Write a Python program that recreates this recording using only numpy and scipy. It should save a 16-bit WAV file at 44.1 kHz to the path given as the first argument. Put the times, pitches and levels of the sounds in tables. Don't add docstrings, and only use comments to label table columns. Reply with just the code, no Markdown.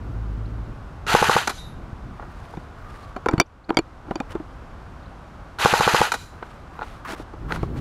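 import sys
import numpy as np
from scipy import signal
from scipy.fft import rfft, irfft
from scipy.io import wavfile
from scipy.ndimage import uniform_filter1d, minimum_filter1d

SR = 44100
rng = np.random.default_rng(int(sys.argv[2]) if len(sys.argv) > 2 else 0)


def transcribe(signal):
    frames = np.atleast_2d(signal).T
    limited = np.clip(frames, -1, 1)
    pcm = np.round(limited * 32767).astype(np.int16)
    wavfile.write(sys.argv[1], SR, pcm)


N = 344362
T = np.arange(N) / SR
AGE = T[:SR // 2]

# frequency in Hz, level in dB per Hz.
HUSH_COLOUR = [(88, -40), (150, -5), (205, -12), (258, -10.5), (404, -16), (781, -13), (877, -14.5),
               (1130, -14), (1510, -17), (1700, -23), (2100, -27), (3350, -33.5), (5650, -40),
               (13300, -54.5), (15500, -82)]
HUSH_DB = -45
# frequency in Hz, level in dB per Hz.
RUMBLE_COLOUR = [(12, -50.5), (20, -3.5), (44, 6), (60, 2), (76, 3), (107, -0.5), (189, -20), (296, -15.5),
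                 (400, -21), (520, -41.5), (880, -120)]
# frequency in Hz, level in dB per Hz.
EDDY_COLOUR = [(50, -17.5), (130, 7.0), (250, -1.0), (450, -11.0), (2000, -55.0)]
# strongest moment in seconds, half width in seconds, flow in dB.
GUSTS = [(.3, 0.77, -40.5), (2, 0.6, -45), (4.901, 0.46, -55), (7.5, .12, -37), (7.8, 0.18, -35)]
BREEZE_DB, LUMPY_DB = -43, 1.6
# frequency in Hz, level in dB.
DRONE_LINES = [(54, 0), (108, -3), (152, -36)]
DRONE_DB, DRONE_ATTACK_S, DRONE_HOLD_S, DRONE_RELEASE_S = -28.5, 0.15, 0.39, 0.33
# start in seconds, starting pitch in Hz, level in dB.
CHIRPS = [(.45, 3270, -54), (3.03, 3500, -52), (3.455, 4680, -53.5), (3.638, 3430, -47), (5.022, 3180, -57),
          (5.052, 3200, -53.5)]
CHIRP_S, CHIRP_RISE = 0.019, 1.5

# trigger pulled in seconds, first slam in seconds, number of shots,
# time lost while the motor gathers speed in seconds, latch drops in seconds, latch level in dB.
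BURSTS = [(1.066, 1.149, 4, .008, 1.4734, -7.5), (5.586, 5.657, 6, .012, 6.1183, -5)]
SHOT_PERIOD_S, LAG_LEFT = .069, .15
# level in dB, brightness in Hz, time to fall 60 dB in seconds.
TRIGGER_CLICK = (-21.5, 5400, 0.015)
LATCH_HZ, LATCH_T60_S = 15000, 0.035
REBOUND_S, REBOUND_DB, REBOUND_T60_S = .0195, -6.5, 0.064
# frequency in Hz, level in dB per Hz.
GEARBOX_COLOUR = [(120, -62), (200, -11), (430, -4.5), (554, -8.5), (874, 2), (1030, -4.5), (1430, 0.5),
                  (1810, -13), (2130, -15), (2470, -16.5), (5490, -18.5), (7090, -18.5), (8050, -23),
                  (11600, -23.5), (15500, -40)]
# frequency in Hz, width in Hz, lift in dB.
GEARBOX_PEAKS = [(427, 29, 2.2), (960, 19, 3.8), (1450, 210, 2.1), (1947, 220, 7.7), (2430, 250, 8.3),
                 (2820, 35, 1.7), (3920, 400, 7.3), (4260, 99, 7.8), (6130, 110, 8), (7040, 230, 3.6)]
# frequency in Hz, level in dB, time to fall 60 dB in seconds.
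RECEIVER_MODES = [(213, -19, 0.073), (476, -2.5, 0.041), (843, 1, 0.052), (893, -15.5, 0.046),
                  (1106, 1.5, 0.021), (1487, -10, 0.039)]
# frequency in Hz, level in dB per Hz.
RASP_COLOUR = [(700, -28), (1300, 1.0), (1700, 5.0), (2200, -3), (3000, 1.0), (4600, -11.5),
               (5500, -41.5), (12000, -39)]
# frequency in Hz, width in Hz, lift in dB.
RASP_PEAKS = [(2670, 360, 3)]
START_SPEED, SPIN_UP_S, COAST_S = .3, .016, .108
GEARS_DB, SPEED_EXPONENT = -20, 2.16
TOOTH_HZ, SPRING_SAG = 964, .15
PICKUP_S, PICKUP_WIDTH_S, PICKUP_DB = 0.02, 0.0041, 3.5
SHAKE_DB, SHAKE_S = 1, .006
FREE_DB, FREE_S = -9, .0055
SHOT_DB, FIRST_SHOT_LIFT_DB, SLAM_DB = -3.3, 2, 2.5
CUSHION_S, DAMPING_S = .0022, .007
# frequency in Hz, level in dB per Hz.
ECHO_COLOUR = [(200, -31), (700, -11), (1800, -4.5), (4000, 6), (7000, 6), (12000, 4.5), (16000, 7.5)]
ECHO_DB = -13
# frequency in Hz, level in dB, time to fall 60 dB in seconds.
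METAL_MODES = [(3710, 16, 0.06), (3940, 3, .2), (10605, 0.5, 0.16), (11450, -1, 0.12)]
PING_DB = [-57, -51, -34.5, -45.5]
PELLET_FLIGHT_S = .282

# start in seconds, level in dB, frequency in Hz.
BUMPS = [(1.929, -21, 101), (2.572, -22, 172), (3.338, -9, 159), (3.379, -13, 143), (7.63, -13, 122)]
# start in seconds, length in seconds, level in dB.
BRUSHES = [(2.108, 0.62, -51.5), (2.75, 0.41, -49), (4.289, 0.049, -40.5), (6.314, 0.35, -53.5),
           (6.717, 0.31, -46.5), (7.045, 0.11, -31.5), (7.134, 0.11, -43), (7.481, 0.11, -35),
           (7.58, 0.093, -45), (7.737, 0.081, -42.5)]
# frequency in Hz, level in dB per Hz.
CLOTH_COLOUR = [(400, 1), (900, 5), (1500, 2.5), (2500, -5.5), (4000, -9.5), (7000, -17.5), (11000, -21),
                (15000, -32)]
# frequency in Hz, level in dB per Hz.
CATCH_COLOUR = [(600, -32), (1100, 4), (1600, -4), (2400, -14.0), (4000, -26), (10000, -35)]
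# start in seconds, level in dB, brightness in Hz,
# time to fall 60 dB in seconds.
LOOSE_CLACKS = [(2.195, -24, 1030, 0.027), (2.221, -29, 1150, 0.073), (2.538, -25.5, 890, 0.013),
                (6.425, -21.5, 1950, 0.035), (6.791, -20.5, 1080, .008), (6.812, -20, 1770, .004),
                (6.819, -16.5, 1700, .019), (6.827, -23.5, 2500, 0.039), (7.504, -18.5, 1550, 0.058),
                (7.522, -8, 3400, 0.0065), (7.56, -19.5, 2980, 0.0086)]
# start in seconds, hollow thud in dB, hard snap in dB.
KNOCKS = [(2.571, -23, -42), (3.164, -18, -36), (3.26, -7.5, -26), (3.286, -7.5, -18.5), (3.3115, -21, -33),
          (3.335, -12, -38), (3.38, -18, -27), (3.3998, 4, 3.5), (3.4117, -7.5, -8.5), (3.6931, -10, -26),
          (3.745, -24, -33), (3.7702, -1.5, -1), (3.7885, -6.5, -11), (4.1096, -13.5, -38),
          (4.156, -15, -23.5), (4.202, -15.5, -27), (4.352, -15, -44), (4.4, -21, -59), (7.131, -26, -45),
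          (7.198, -21.5, -54), (7.336, -24.5, -54), (7.63, -14.5, -39)]
# frequency in Hz, level in dB, time to fall 60 dB in seconds.
SHELL_MODES = [(322.4, -0.5, 0.032), (456, -2.5, 0.024), (670, -1, 0.0095), (792, -4, .028),
               (970, -4.5, 0.019), (1100, -7, 0.019), (1370, -2, 0.0083)]
# frequency in Hz, level in dB, time to fall 60 dB in seconds.
WALL_MODES = [(2333, -1.5, 0.032), (3007, -4.5, 0.026), (3500, -3.5, .016), (3560, -11, 0.035),
              (4552, -7, 0.034), (5630, -8, 0.017), (7000, -4, 0.0081), (7480, -9, 0.012),
              (9360, -19, 0.01), (10580, -17.5, 0.015)]
CHATTER = .3
# start in seconds, length in seconds, level in dB.
FAR_WHINES = [(2.8, .5, -47)]
WHINE_HZ, WHINE_SAG_HZ_PER_S = 1240, 290
# start in seconds, length in seconds, level in dB.
DRAGS = [(3.26, 0.18, -30.5), (3.685, 0.062, -21.5), (4.045, 0.1, -34), (4.33, 0.055, -45)]
CUTOFF_HZ = 15600


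def from_db(db):
    return 10 ** (np.asarray(db) / 20)


def rms_one(x):
    return x / np.sqrt(np.mean(x ** 2) + 1e-20)


def peak_one(x):
    return x / (np.abs(x).max() + 1e-20)


def noise(size=N):
    return rng.standard_normal(size)


def add(out, s, sound):
    i = round(s * SR)
    out[i:i + len(sound)] += sound[:N - i]


def fade(t60):
    return from_db(-60 * AGE / max(t60, 1e-3))


def ring(hz, t60):
    return np.sin(2 * np.pi * hz * AGE) * fade(t60)


def swells(rows):
    return sum(from_db(db) * np.sin(np.pi * np.clip((T - s) / length, 0, 1) ** .7) for s, length, db in rows)


def drift(rate):
    knots = np.arange(0, T[-1] + 1, 1 / rate)
    return rms_one(np.interp(T, knots, noise(len(knots))))


def lowpass(x, hz):
    return signal.sosfilt(signal.butter(2, min(hz, SR * .45), fs=SR, output="sos"), x + 1e-18)


def colour(x, spectrum, peaks=(), size=4096):
    hz = np.maximum(np.fft.rfftfreq(size, 1 / SR), 1)
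    points = np.array(spectrum)
    db = np.interp(np.log(hz), np.log(points[:, 0]), points[:, 1])
    for centre, width, lift in peaks:
        db = db + lift / (1 + (2 * (hz - centre) / width) ** 2)
    cepstrum = irfft(np.log(from_db(db)))[:size // 2]
    response = irfft(np.exp(2 * rfft(cepstrum, size)))
    return signal.oaconvolve(x, response / np.linalg.norm(response))[:len(x)]


def struck(modes, spread_db, detune=0):
    gains = from_db(spread_db * noise(len(modes)))
    shifts = 1 + detune * noise(len(modes))
    total = np.zeros(len(AGE))
    for k, (hz, db, t60) in enumerate(modes):
        total += (-1) ** k * gains[k] * from_db(db) * ring(hz * shifts[k], t60)
    return peak_one(total)


def hush():
    return from_db(HUSH_DB) * colour(noise(), HUSH_COLOUR)


def wind(buffet_db=-11, buffet_exponent=1.79):
    gusts = sum(from_db(db) * np.exp(-((T - s) / width) ** 2) for s, width, db in GUSTS)
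    flow = from_db(BREEZE_DB) + gusts
    rumble = colour(noise(), RUMBLE_COLOUR)
    eddies = colour(noise(), EDDY_COLOUR)
    buffet = from_db(buffet_db) * (flow / np.mean(flow)) ** buffet_exponent
    return flow * from_db(LUMPY_DB * drift(14)) * (rumble + buffet * eddies)


def engine():
    wander = np.cumsum(1 + 0.021 * drift(8)) / SR
    turns_s = np.cumsum([0, DRONE_ATTACK_S, DRONE_HOLD_S, DRONE_RELEASE_S])
    throttle = np.interp(T, turns_s, [0, 1, 1, 0])
    lines = sum(from_db(DRONE_DB + db + 2 * drift(8.8)) * np.sin(2 * np.pi * hz * wander)
                for hz, db in DRONE_LINES)
    return throttle * lines


def birds():
    out = np.zeros(N)
    for s, hz, db in CHIRPS:
        glide_hz = np.linspace(hz, hz * CHIRP_RISE, round(CHIRP_S * SR))
        whistle = np.sin(2 * np.pi * np.cumsum(glide_hz) / SR)
        add(out, s, from_db(db) * np.hanning(len(whistle)) * whistle)
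    return out


def clack(t60, bright_hz):
    contacts = np.tanh(2 * noise(len(AGE))) * (fade(t60) - 0.95 * fade(t60 / 4))
    return peak_one(lowpass(colour(contacts, GEARBOX_COLOUR, GEARBOX_PEAKS), bright_hz))


def clacks(rows, hollow_db=-10):
    out = np.zeros(N)
    for s, db, bright_hz, t60 in rows:
        receiver = peak_one(lowpass(struck(RECEIVER_MODES, 1.8), 590))
        hollow = from_db(hollow_db) * min(2000 / bright_hz, 1) * receiver
        add(out, s, from_db(db) * (clack(t60, bright_hz) + hollow))
    return out


def latches():
    rows = []
    for trigger_s, *_, latch_s, latch_db in BURSTS:
        rows += [(trigger_s, *TRIGGER_CLICK),
                 (latch_s, latch_db, LATCH_HZ, LATCH_T60_S),
                 (latch_s + REBOUND_S, latch_db + REBOUND_DB, LATCH_HZ, REBOUND_T60_S)]
    return clacks(rows)


def slam_times(first_s, count, lag_s):
    k = np.arange(count)
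    return first_s + k * SHOT_PERIOD_S + lag_s * (1 - LAG_LEFT ** k)


def drive():
    speed, tension, loudness = np.zeros((3, N))
    for trigger_s, first_s, count, lag_s, latch_s, _ in BURSTS:
        on = (T >= trigger_s) & (T < latch_s)
        t, slams = T[on], slam_times(first_s, count, lag_s)
        starts = np.append(trigger_s, slams)
        since = t - starts[np.searchsorted(starts, t, side="right") - 1]
        run_up = 1 - (1 - START_SPEED) * np.exp(-(t - trigger_s) / SPIN_UP_S)
        run_down = 1 - np.clip((t - slams[-1]) / COAST_S, 0, 1) ** 2
        shake_db = SHAKE_DB * np.exp(-since / SHAKE_S)
        pickup_db = PICKUP_DB * np.exp(-((since - PICKUP_S) / PICKUP_WIDTH_S) ** 2)
        clatter_db = np.where(t < first_s, 0, shake_db + pickup_db)
        flying = ((t[:, None] > slams - FREE_S) & (t[:, None] < slams)).any(axis=1)
        speed[on] = run_up * run_down
        tension[on] = np.clip(since / SHOT_PERIOD_S, 0, 1)
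        loudness[on] = speed[on] ** SPEED_EXPONENT * from_db(GEARS_DB + FREE_DB * flying + clatter_db)
    return speed, tension, loudness


def gears(teeth_db=-9, mesh_db=-11, pinion_db=-15, pinion_ratio=5.4, jitter=.03,
          strain_db=-7, strain_rise_db=4, radiates_hz=480):
    speed, tension, loudness = drive()
    tooth_hz = TOOTH_HZ * speed * (1 - SPRING_SAG * tension) * (1 + jitter * drift(250))
    turns = np.cumsum(tooth_hz) / SR
    teeth = np.diff(np.floor(turns), prepend=0) * from_db(2 * drift(700))
    teeth = from_db(teeth_db) * rms_one(teeth) * np.sqrt(np.mean(speed))
    grind = rms_one(noise() * from_db(2 * drift(1200)))
    whirr = rms_one(colour(grind + teeth, GEARBOX_COLOUR, GEARBOX_PEAKS))
    mesh = from_db(mesh_db) * np.sin(2 * np.pi * turns)
    pinion = from_db(pinion_db) * np.sin(2 * np.pi * pinion_ratio * turns)
    whine = (mesh + pinion) * from_db(1.0 * drift(120))
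    rasp = colour(noise(), RASP_COLOUR, RASP_PEAKS) * from_db(2.04 * drift(150))
    strain = from_db(strain_db + strain_rise_db * tension)
    running = (whirr + strain * rasp + whine) * loudness
    return signal.sosfilt(signal.butter(2, radiates_hz, "high", fs=SR, output="sos"), running + 1e-18)


def piston(flight_s=.0072, seat_s=0.00027, recoil_hz=150, recoil_db=-8, release_db=-14,
           stock_hz=400, stock_db=-14, crack_db=-11):
    out = np.zeros(N)
    squeeze = np.minimum(AGE / CUSHION_S, 1) * np.exp(-AGE / DAMPING_S)
    for _, first_s, count, lag_s, *_ in BURSTS:
        for k, s in enumerate(slam_times(first_s, count, lag_s)):
            force = from_db(SHOT_DB + FIRST_SHOT_LIFT_DB * (k == 0))
            recoil = -from_db(recoil_db) * ring(recoil_hz, 0.043)
            stock = from_db(stock_db) * ring(stock_hz, 0.021)
            release = from_db(release_db) * clack(0.0021, 17000)
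            slam = from_db(SLAM_DB) * peak_one(struck(RECEIVER_MODES, .8) * squeeze)
            crack = from_db(crack_db) * clack(0.0063, 11000)
            add(out, s - flight_s, force * (recoil + stock + release))
            add(out, s + seat_s, force * (slam + crack))
    return out


def garden(x, t60=0.37, wall_s=0.086):
    scatter = noise(len(AGE)) * fade(t60) * np.minimum(AGE / wall_s, 1) ** 2
    sent = colour(x * from_db(ECHO_DB), ECHO_COLOUR)
    return signal.oaconvolve(sent, scatter / np.linalg.norm(scatter))[:N]


def pellets():
    out = np.zeros(N)
    _, first_s, count, lag_s, *_ = BURSTS[0]
    for s, db in zip(slam_times(first_s, count, lag_s), PING_DB):
        scatter = noise(len(AGE)) * fade(0.36)
        ping = peak_one(signal.fftconvolve(struck(METAL_MODES, 1), scatter))
        add(out, s + PELLET_FLIGHT_S, from_db(db) * ping)
    return out


def mount_bumps():
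    out = np.zeros(N)
    for s, db, hz in BUMPS:
        add(out, s, -from_db(db) * peak_one(lowpass(ring(hz, 0.029), 300)))
    return out


def clothing(catch_db=-3):
    grains = rms_one(colour(noise() * from_db(2.4 * drift(500) + 2 * drift(60)), CLOTH_COLOUR))
    catch = colour(noise() * from_db(2.8 * drift(400)), CATCH_COLOUR)
    starts = swells([(s, length / 2, db + catch_db) for s, length, db in BRUSHES])
    slides = swells([(s + length / 4, length * .75, db) for s, length, db in BRUSHES])
    return grains * slides + catch * starts


def loose_parts():
    return clacks(LOOSE_CLACKS)


def camera_case(crack=0.5, rattle=0.11, soft_hz=5800, tilt_db_per_octave=6, soft_db=-42):
    out = np.zeros(N)
    for s, thud_db, snap_db in KNOCKS:
        contact = CHATTER * noise(len(AGE)) * fade(0.0096)
        wobble = rattle * noise(len(AGE)) * fade(0.033)
        contact[0] = wobble[0] = 1
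        tilt = tilt_db_per_octave / (1 + from_db(snap_db - soft_db))
        shell = [(hz, db - tilt * np.log2(hz / SHELL_MODES[0][0]), t60) for hz, db, t60 in SHELL_MODES]
        thud = signal.fftconvolve(wobble, struck(shell, 1.8, detune=.04))[:len(AGE)]
        snap = signal.fftconvolve(contact, struck(WALL_MODES, 3, detune=.025))[:len(AGE)]
        bright_hz = min(soft_hz * (1 + from_db(snap_db) ** .5), 9500)
        snap = lowpass(peak_one(snap) + crack * peak_one(contact), bright_hz)
        add(out, s, from_db(thud_db) * peak_one(thud) + from_db(snap_db) * peak_one(snap))
    return out


def far_whine():
    whine_hz = (WHINE_HZ - WHINE_SAG_HZ_PER_S * (T - FAR_WHINES[0][0])) * (1 + 0.021 * drift(180))
    return swells(FAR_WHINES) * np.sin(2 * np.pi * np.cumsum(whine_hz) / SR)


def case_drags():
    slips = noise() * from_db(8.7 * drift(200))
    return swells(DRAGS) * rms_one(signal.oaconvolve(slips, struck(SHELL_MODES, 0.81))[:N])


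def scene():
    outdoors = hush() + wind() + engine() + birds() + far_whine()
    rifle = latches() + gears() + piston() + loose_parts()
    worn = mount_bumps() + clothing() + camera_case() + case_drags()
    return (outdoors + rifle + garden(rifle) + pellets() + worn)[None]


def record(dry, ceiling_db=-1.0, release_db_per_s=48, hold_s=0.27):
    over_db = np.maximum(20 * np.log10(np.abs(dry[0]) + 1e-9) - ceiling_db, 0)
    half = max(int(hold_s * SR / 2), 1)
    held_db = -minimum_filter1d(-over_db, 2 * half + 1, origin=half)
    recovery_db = release_db_per_s * T
    duck_db = np.maximum.accumulate(held_db + recovery_db) - recovery_db
    limited = dry * from_db(-uniform_filter1d(duck_db, size=16))
    return signal.sosfilt(signal.ellip(10, .1, 80, CUTOFF_HZ, fs=SR, output="sos"), limited)


dry = scene()
out = record(dry)
transcribe(out)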